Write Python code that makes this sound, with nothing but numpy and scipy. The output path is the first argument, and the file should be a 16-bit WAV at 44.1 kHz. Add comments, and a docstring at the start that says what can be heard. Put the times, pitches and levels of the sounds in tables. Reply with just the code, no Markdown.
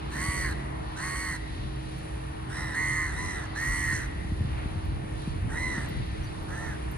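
"""Crows on a roadside wall

Crows caw from the top of a tall wall, some way above a hand-held stereo microphone. In each caw a syrinx
tone near 1 kHz carries sidebands of a slower, uneven rattle and rings the throat; breath hisses above.
Traffic rumbles behind the wall, machinery hums and wind buffets the microphone ports.
Tiny bright ticks sound close by and a small far bird gives two faint notes."""
import sys
import numpy as np
from scipy import signal
from scipy.fft import rfft, irfft
from scipy.io import wavfile
from scipy.ndimage import uniform_filter1d

SR = 44100
rng = np.random.default_rng(int(sys.argv[2]) if len(sys.argv) > 2 else 0)


def materialize(psi):
    """Save the field psi as 16-bit PCM at rate SR to the path in sys.argv[1].

    A 1-D psi becomes a single channel; in a 2-D psi each row is a channel.
    """
    bounded = np.clip(np.atleast_2d(psi).T, -1, 1)
    quanta = np.round(bounded * 32767).astype(np.int16)
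    wavfile.write(sys.argv[1], SR, quanta)


N = 307377


def undb(db):
    """Amplitude of a level in dB."""
    return 10 ** (np.asarray(db) / 20)


def level(x, db):
    """Scale to an rms level."""
    return x * undb(db) / np.sqrt(np.mean(x ** 2))


def curve(table):
    """Breakpoints (s, value) as one value per sample."""
    return np.interp(np.arange(N) / SR, *np.transpose(table))


def along(table, hz):
    """Columns of a table over log frequency."""
    f, *columns = np.transpose(table)
    return [np.interp(np.log(hz + 1), np.log(f), c) for c in columns]


def ring(hz, centre_hz, width_hz):
    """Gain of a resonance, halved at width_hz / 2 off centre."""
    return 1 / (1 + (2 * (hz - centre_hz) / width_hz) ** 2)


def noise(size, centre_hz, width_hz, steep=1):
    """Noise through one resonance raised to the power steep, rms 1."""
    hz = np.arange(size // 2 + 1) * SR / size
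    spectrum = rfft(rng.standard_normal(size)) * ring(hz, centre_hz, width_hz) ** steep
    return level(irfft(spectrum, size), 0)


def walk(rate, size=N):
    """Random levels held 1 / rate s and slewed twice; spread near 1."""
    k = int(SR / rate)
    held = np.repeat(rng.standard_normal(size // k + 1), k)
    return 1.38 * uniform_filter1d(uniform_filter1d(held, k), k)[:size]


def ports(pan_db, lead):
    """Left and right gains for a level step and a phase lead of the right port."""
    left = undb(pan_db / 2) * np.exp(-1j * lead / 2)
    right = undb(-pan_db / 2) * np.exp(1j * lead / 2)
    return np.array([left, right])


def caw(table, voice, cycles, rough_top, clear, beak_hz, partials_db):
    """Tone and its overtones with rattle sidebands, blurred by roughness; breath puffs once a rattle."""
    # hiss resonances: centre_hz, width_hz, relative level_db
    hiss_bands = [(3050, 830, -9), (8510, 3400, 3.5), (10350, 1660, -2)]
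    glide_s = 0.0303  # the rattle turns its corners over this time
    throat_sag_rising, throat_skirt = 0.54, 0.023
    line_wander_db, layer_wander_db, breath_wander_db = 2, 1.5, 0.36
    tone_sag_db, breath_sag_db = 58, 38.5  # per unit of slack
    slack_odd_db, slack_tone_db = -9.5, -18  # when slack, odd steps from the tone weaken
    evening_per_slack = 15.4  # slack membranes leave the choice of partials to the throat
    weak_from_db, blur_per_db = -12, .035  # partials above the tone's neighbours and weaker are rougher
    scrape_per_slack = 2.6  # very slack membranes scrape
    beak_flutter_per_s = 900

    s, *columns = np.transpose(table)
    t = np.arange(int(s[0] * SR), int(s[-1] * SR)) / SR
    n = len(t)
    hz, throat_db = (np.interp(t, s, c) for c in columns)
    hz = uniform_filter1d(hz, int(glide_s * SR), mode="nearest")
    # slack at both ends: the membranes rattle less evenly and fill a wider band
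    slack = 1 - hz / hz.max()
    (throat_hz, width_hz, end_sag, tone_db, beak_db, rasp_db, hiss_db, air_db,
     rasp_hz, beak_sag, beak_fade_db) = voice
    throat_sag = np.where(np.arange(n) < hz.argmax(), throat_sag_rising, end_sag)
    throat_hz = throat_hz * (1 - throat_sag * slack)
    rough = np.clip(rough_top + 1.5 * slack, 0, .92)
    turn = 2 * np.pi * np.cumsum(hz) / SR

    def gain(top_db, sag_db):
        """Layer gain that falls with slack and wanders."""
        return undb(top_db - sag_db * slack + layer_wander_db * walk(20.8, size=n))

    def fade(attack_s, release_s):
        """Straight fades at both ends of the caw."""
        return np.clip(np.minimum((t - t[0]) / attack_s, (t[-1] - t) / release_s), 0, 1)

    def lines(orders, gains, blurs):
        """Partials of the rattle; roughness hands each one's power to a fast random flutter."""
        out = 0
        for k, g, blur in zip(orders, gains, blurs):
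            loose_share = rough + (1 - rough) * blur
            flutter = walk(110.2, size=n) + 1j * walk(108.8, size=n)
            envelope = np.sqrt(2 * (1 - loose_share)) + np.sqrt(loose_share) * flutter
            carrier = np.exp(1j * (k * turn + rng.uniform(0, 2 * np.pi)))
            out = out + g * np.real(envelope * carrier)
        return out / np.sqrt(sum(g ** 2 for g in gains))

    def slack_gain(k):
        """Gain the throat gives a partial k steps from the tone when the membranes are slack."""
        formant = throat_skirt + 4.6 * slack ** 2 + ring((cycles + k) * hz, throat_hz, width_hz)
        return undb(k % 2 * slack_odd_db) * formant + (k == 0) * undb(slack_tone_db)

    tone_breath = noise(n, 1170, 1030, steep=1.4)

    steps = np.arange(len(partials_db)) - 3  # rattle steps from the tone
    loose = np.clip(evening_per_slack * slack, 0, 1)
    gains = []
    for k, db in zip(steps, partials_db):
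        own_gain = undb(db * (1 - loose) + line_wander_db * walk(12.8, size=n))
        gains.append(own_gain * slack_gain(k) ** loose)
    blurs = np.clip((weak_from_db - np.array(partials_db)) * blur_per_db, 0, .8) * (steps > 2)
    throat = lines(cycles + steps, gains, blurs)

    puff = level(1 + 0.3 * np.cos(turn) + 0.069 * np.cos(2 * turn), 0)
    scrape_share = np.clip((scrape_per_slack * slack) ** 2, 0, .6)
    scrape = puff * noise(n, 1500., 1100., steep=2)
    throat = np.sqrt(1 - scrape_share) * throat + np.sqrt(scrape_share) * scrape

    def resonance(centre_hz, lines_width_hz, breath, share):
        """A resonance picks out the partials that pass through it; breath fills the rest, all when slack."""
        near = int(np.max(centre_hz) / hz.max()) + np.arange(-4, 14)
        picked = lines(near, [ring(k * hz, centre_hz, lines_width_hz) for k in near], 0 * near)
        share = np.clip(share * (1 - 5 * slack), 0, 1)
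        return np.sqrt(share) * picked + np.sqrt(1 - share) * puff * breath

    beak_hz = beak_hz * (1 - beak_sag * slack)
    flutter = walk(beak_flutter_per_s, size=n) + 1j * walk(beak_flutter_per_s, size=n)
    beak_breath = np.real(flutter * np.exp(2j * np.pi * np.cumsum(beak_hz) / SR))
    beak = resonance(beak_hz, 260., beak_breath, clear)

    hiss = puff * level(sum(undb(d) * noise(n, f, w, steep=2) for f, w, d in hiss_bands), 0)
    rasp = resonance(rasp_hz, 700., noise(n, rasp_hz, 1500., steep=1.1), .3)
    air = puff * noise(n, 13360, 5700, steep=5)
    breath = gain(rasp_db, breath_sag_db) * rasp
    breath = breath + gain(hiss_db, breath_sag_db) * hiss
    breath = breath + gain(air_db, breath_sag_db) * air
    breath = breath * undb(breath_wander_db * walk(18.5, size=n)) * fade(0.0065, 0.029)

    voiced = undb(throat_db) * throat + gain(tone_db, tone_sag_db) * tone_breath
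    voiced = voiced + gain(beak_db, beak_fade_db) * beak
    return fade(0.0031, 0.025) * (voiced + breath)


def echo():
    """Stereo response of walls and road deck: a late dull tail and a brighter one from close surfaces."""
    t60_s, tail_db, start_s, top_hz = 1.77, -24.98, 0.029, 2490
    near_t60_s, near_db = .6, -19
    t = np.arange(SR) / SR
    tail = [[1, 1.0], [1, -0.84]] @ rng.standard_normal((2, SR))
    tail = tail * undb(-60 * t / t60_s) * np.clip(t / start_s, 0, 1) ** 2
    tail = signal.sosfilt(signal.butter(4, top_hz, fs=SR, output="sos"), tail)
    colour = 0.34 + ring(np.arange(SR // 2 + 1), 2060, 560)
    tail = irfft(rfft(tail) * colour, SR)
    tail = tail * undb(tail_db) / np.sqrt(np.sum(tail ** 2) / 2)
    near = rng.standard_normal((2, SR)) * undb(-60 * t / near_t60_s)
    return tail + near * undb(near_db) / np.sqrt(np.sum(near ** 2) / 2)


def crows():
    """All caws, direct through the two ports, then scattered back by walls and road deck."""
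    # one curve per caw: time_s, rattle_hz, throat_level_db
    caw_curves = [
        [(0.11, 62, -51), (0.152, 73.8, -40), (0.205, 83.1, -32.5), (0.252, 86.6, -34), (0.366, 86.9, -33.5),
         (0.416, 84.5, -36), (0.45, 83.3, -31), (0.49, 79.4, -35), (0.53, 70, -42), (0.55, 61.9, -55)],
        [(0.96, 62.4, -49), (1.008, 77.7, -35.5), (1.04, 84.1, -34.5), (1.08, 84.3, -36), (1.198, 85.56, -35),
         (1.29, 83.4, -34), (1.344, 77.7, -37), (1.39, 67.2, -50)],
        [(2.485, 56.7, -48), (2.52, 69.7, -43.5), (2.572, 80.7, -36), (2.624, 80.6, -36), (2.714, 77.1, -39),
         (2.775, 75.6, -33)],
        [(2.74, 75.4, -35), (2.755, 79.9, -34), (2.782, 82.2, -28), (2.824, 84.06, -29.5), (2.944, 82.94, -30),
         (3.032, 81.94, -28.5), (3.068, 79.4, -34), (3.135, 64.9, -44)],
        [(3.11, 70.15, -43), (3.148, 73.5, -39.5), (3.192, 83.35, -37), (3.248, 84.3, -37),
         (3.298, 84.05, -36.5), (3.386, 75.5, -37), (3.428, 68.9, -41), (3.485, 57, -51)],
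        [(3.549, 66.8, -49), (3.562, 72, -39), (3.585, 78.5, -36.5), (3.622, 81.3, -30), (3.668, 83.3, -30.5),
         (3.778, 84.44, -31.5), (3.928, 81.05, -29.5), (3.974, 78.4, -37), (4.014, 73.7, -39), (4.085, 58, -52)],
        [(5.49, 58.3, -48), (5.52, 72, -39), (5.572, 79.6, -35), (5.624, 85.6, -33), (5.676, 84.1, -32),
         (5.725, 82.2, -34), (5.778, 78, -35.5), (5.822, 73.6, -42), (5.89, 58, -42.5)],
        [(6.48, 69.4, -51), (6.52, 81.1, -42), (6.57, 88, -41), (6.62, 91, -40.5), (6.67, 90.2, -39),
         (6.724, 83.4, -43.5), (6.77, 69, -49)],
    ]
    # voice at the top of each caw: throat_hz, throat_width_hz, throat_end_sag (x slack), tone_breath_db,
    # beak_db, rasp_db, hiss_db, air_db, rasp_hz, beak_sag (x slack), beak_fade (dB per slack)
    voices = [(1970, 390, .4, -56, -48, -48, -43, -59, 6100, .3, 20),
              (1930, 440, .3, -55, -47.5, -49, -44, -62.5, 6100, .2, 37),
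              (1900, 430, .9, -54, -53.5, -51.5, -49.5, -72, 5500, .6, 43),
              (1940, 300, .6, -55, -52.5, -48.5, -45.5, -66, 6350, .3, 32),
              (2030, 270, .55, -55, -50, -51, -49.5, -73, 6000, .7, 60),
              (1940, 310, .4, -53, -51.5, -44.5, -44.5, -61, 6150, .4, 38),
              (2015, 260, .65, -52.5, -49, -51.5, -48.5, -71.5, 6000, .6, 110),
              (1740, 430, .6, -58, -64, -58, -56, -73, 6100, .8, 30)]
    # per caw: tone cycles in one rattle
    tone_cycles = [13, 13, 13, 13, 12, 13, 12, 10]
    # per caw: roughness at the top (0-1)
    roughness = [.06, .08, .15, .05, .17, .08, .06, .16]
    # per caw: share of the beak band that is clear lines (0-1)
    beak_clear = [.4, .7, .7, .6, .8, .5, .8, .4]
    # per caw: beak resonance_hz
    beak_centres = [4450, 4360, 3970, 4300, 4070, 4360, 4080, 3930]
    # per caw: relative partial levels_db, from 3 rattle steps under the tone upward
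    partial_levels = [
        [-28, -16, -20, -5.5, -21, -18, -28, -16, -21, -18, -18, -15, 0, 2, -14.5, -7, -21, -23],
        [-27, -15, -25, -7, -14, -17, -24, -26, -19, -26, -15, -20, 0, -6, -9, -9, -13, -37],
        [-25, -15, -20, -9, -29, -19, -15, -19, -14, -30, -33, -13, -10, -5, -1, 0.5, -10, -34],
        [-33, -20.5, -20, -16.5, -21, -20.5, -26, -34, -22, -34, -23, -16, -8, -2, -4, -3.5, -19, -21],
        [-30, -30, -20, -3.5, -12, -10, -16, -28, -19, -22, -23, -22, -16, -3, 3, 2, -6, -16],
        [-28, -17, -18, -16, -12, -24, -20, -21, -28, -20, -19, -10, -5, 1, -8, -5, -21, -17],
        [-37, -31, -21, -12, -25, -27, -34, -34, -35, -33, -24, -38, -16, -13, -7, 0, -8, -25],
        [-23, -17, -12, -13, -25, -27, -21, -18, -17, -23, -22, -11, -17, -1.5, -4, -15, -25, -21],
    ]
    # crow at the two ports: hz, left_minus_right_db, right_lead_rad
    crow_ports = [(500, -2, -.1), (1000, -2.5, -.3), (2000, -3.5, -.65), (4200, -3, -1.4), (6200, -6, -2.5),
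                  (7900, 0, -1.9), (9000, 0, -.2), (10000, 0, .9), (13000, 0, 5.2)]

    dry = np.zeros(N)
    settings = zip(caw_curves, voices, tone_cycles, roughness, beak_clear, beak_centres, partial_levels)
    for table, *voice in settings:
        one = caw(table, *voice)
        start = int(table[0][0] * SR)
        dry[start:start + len(one)] += one
    pan_db, lead = along(crow_ports, np.arange(N // 2 + 1) * SR / N)
    direct = irfft(rfft(dry) * ports(pan_db, lead), N)
    return direct + signal.fftconvolve(dry[None], echo(), axes=1)[:, :N]


def wind():
    """Gusts press on the ports, mostly alike; the hardest arrive as falling thumps."""
    # gusts: time_s, level_db
    gusts = [(0.0, -43.5), (0.4, -40), (0.85, -41.5), (1.2, -39.5), (1.7, -38), (2.0, -41.5), (2.3, -44),
             (2.45, -40), (3.1, -38), (3.55, -42), (3.95, -32), (4.2, -38), (4.45, -30.5), (4.9, -34),
             (5.2, -34), (5.45, -28), (5.68, -37.5), (5.97, -34.5), (6.3, -36), (6.97, -41)]
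    # thumps: start_s, level_db before decay, final pitch_hz
    thumps = [(0.283, -17.5, 70), (3.928, -20.5, 100.9), (4.245, -20.5, 107), (4.319, -13, 70.4),
              (4.407, -13, 79), (4.448, -15.5, 80.4), (4.656, -20, 118), (4.757, -17, 77), (4.92, -22, 93),
              (5.039, -28, 136), (5.274, -17.5, 126), (5.657, -24.5, 144), (5.778, -20, 128),
              (5.911, -21, 80.2)]
    buffet_db, buffets_per_s, thump_t60_s = 2.5, 22, 0.07

    mid, side = (noise(N, 55.7, 121.0) * undb(1.1 * walk(25)) for _ in range(2))
    gust_gain = undb(curve(gusts) + buffet_db * walk(buffets_per_s))
    out = gust_gain * (mid + 0.38 * side * np.array([[1], [-1]]))
    t = np.arange(SR // 10) / SR
    for s, db, hz in thumps:
        glide_hz = hz * (1 + 2.2 * np.exp(-t / 0.0031))
        envelope = undb(db - 60 * t / thump_t60_s) * (1 - np.exp(-t / 0.0015)) ** 2
        envelope = envelope * np.clip((t[-1] - t) / .03, 0, 1)
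        thump = envelope * np.sin(2 * np.pi * np.cumsum(glide_hz) / SR)
        start = int(s * SR)
        out[:, start:start + len(t)] += thump * [[1.05], [.95]]
    return out


def road():
    """Traffic noise in overlapping octave bands that swell together and flicker alone."""
    # road at the two ports: hz, likeness (0-1), left_minus_right_db, right_lead_rad
    road_ports = [(100, .97, -.5, 0), (250, .5, -2, 0), (350, .65, -1.5, 0), (450, .7, 0, -3.1),
                  (700, .6, 2, -3.1), (1100, .3, 1, -3.1), (1900, .6, 0, -5), (3400, .6, 0, -9.2),
                  (4300, .4, -1, -12), (5500, .55, -3, -15.5), (7000, .2, -1, -15.7), (9000, .97, 0, -12.6),
                  (11000, .9, 0, -9.4)]
    # spectrum: hz, relative density (dB per Hz)
    spectrum = [(25, -105), (60, -64.5), (150, -66), (250, -75), (500, -76.5), (900, -77), (1850, -84.5),
                (2600, -87), (4200, -90), (5500, -99), (8800, -106), (9900, -89.5), (10750, -99),
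                (11000, -150)]
    # overall level: time_s, level_db
    loudness = [(0.0, -38.5), (0.29, -37.5), (0.78, -38.5), (1.22, -38), (1.49, -38.5), (3.88, -39),
                (4.21, -39), (5.88, -38.5), (6.97, -38.5)]

    hz = np.arange(N // 2 + 1) * SR / N
    like, pan_db, lead = along(road_ports, hz)
    like = np.clip(like, 0, 1)
    shared, own = rfft(rng.standard_normal((2, N)))
    left = np.sqrt(1 + like) * shared + np.sqrt(1 - like) * own
    right = np.sqrt(1 + like) * shared - np.sqrt(1 - like) * own
    pair = np.array([left, right]) * ports(pan_db, lead) * undb(along(spectrum, hz)[0])
    out, swell = 0, walk(1.506)
    for octave in np.arange(4, 14.5):
        share = np.clip(1 - abs(np.log2(hz + 1) - octave), 0, 1)
        out = out + undb(0.35 * swell + 1.76 * walk(6)) * irfft(pair * share, N)
    return level(out, 0) * undb(curve(loudness))


def hums():
    """Machinery: narrow noise bands as wavering tones, and one nearly steady sine drone."""
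    # hums: centre_hz, width_hz, left level_db, right gain against left (negative = inverted)
    hum_bands = [(60.9, 11, -42, 1.19), (135.1, 6.9, -46.5, 1.3), (270.5, 3.7, -56.5, 1.1),
                 (391.2, 8.7, -62, 0.42), (441, 38, -50.5, -1.37), (1830, 100, -55.5, 0.25)]
    drone_hz, drone_db = 314.4, -48
    drone_gain = np.sqrt(2) * undb(drone_db + .8 * walk(9))
    drone = drone_gain * np.sin(2 * np.pi * np.cumsum(drone_hz + .4 * walk(6)) / SR)
    out = drone * [[.85], [1.1]]
    for hz, width_hz, db, right_gain in hum_bands:
        out = out + undb(db) * noise(N, hz, width_hz) * np.array([[1], [right_gain]])
    return out


def ticks():
    """Tiny bright ticks close by, as of fingers on the case: decaying bursts of treble noise."""
    # ticks: start_s, top_treble_db, lower_treble_db (both before the envelope)
    tick_table = [(0.102, -63, -55), (1.9794, -60, -66), (4.579, -80, -56), (4.8509, -60, -62),
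                  (5.8856, -44, -56), (6.0576, -65, -71), (6.2352, -55, -63), (6.4253, -56, -71),
                  (6.912, -43, -68)]
    out, t = np.zeros(N), np.arange(SR // 25) / SR
    envelope = undb(-60 * t / 0.043) * (1 - np.exp(-t / 0.0024))
    for s, top_db, low_db in tick_table:
        tick = undb(top_db) * noise(len(t), 13400, 2300.0, steep=5.1)
        tick = tick + undb(low_db) * noise(len(t), 7500., 3000.)
        start = int(s * SR)
        out[start:start + len(t)] += tick * envelope
    return out


def songbird():
    """Short breathy notes of a small far bird: narrow noise under a smooth hump, blurred by distance."""
    # notes: start_s, length_s, pitch_hz, level_db before the hump
    chirps = [(6.216, 0.053, 5940, -59), (6.243, 0.067, 4660, -56)]
    out = np.zeros(N)
    for s, length_s, hz, db in chirps:
        n, start = int(length_s * SR), int(s * SR)
        out[start:start + n] += undb(db) * noise(n, hz, 253.0) * np.hanning(n)
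    return out


def scene():
    """Sum of all sources, left and right."""
    return crows() + songbird() + road() + hums() + wind() + ticks()


def record(dry):
    """The microphone loses the deepest bass and the top is cut."""
    bass_cut_hz, top_hz = 40., 15600
    dry = signal.sosfilt(signal.butter(3, bass_cut_hz, "high", fs=SR, output="sos"), dry)
    return signal.sosfilt(signal.ellip(12, .2, 70, top_hz, fs=SR, output="sos"), dry)


dry = scene()
out = record(dry)
materialize(out)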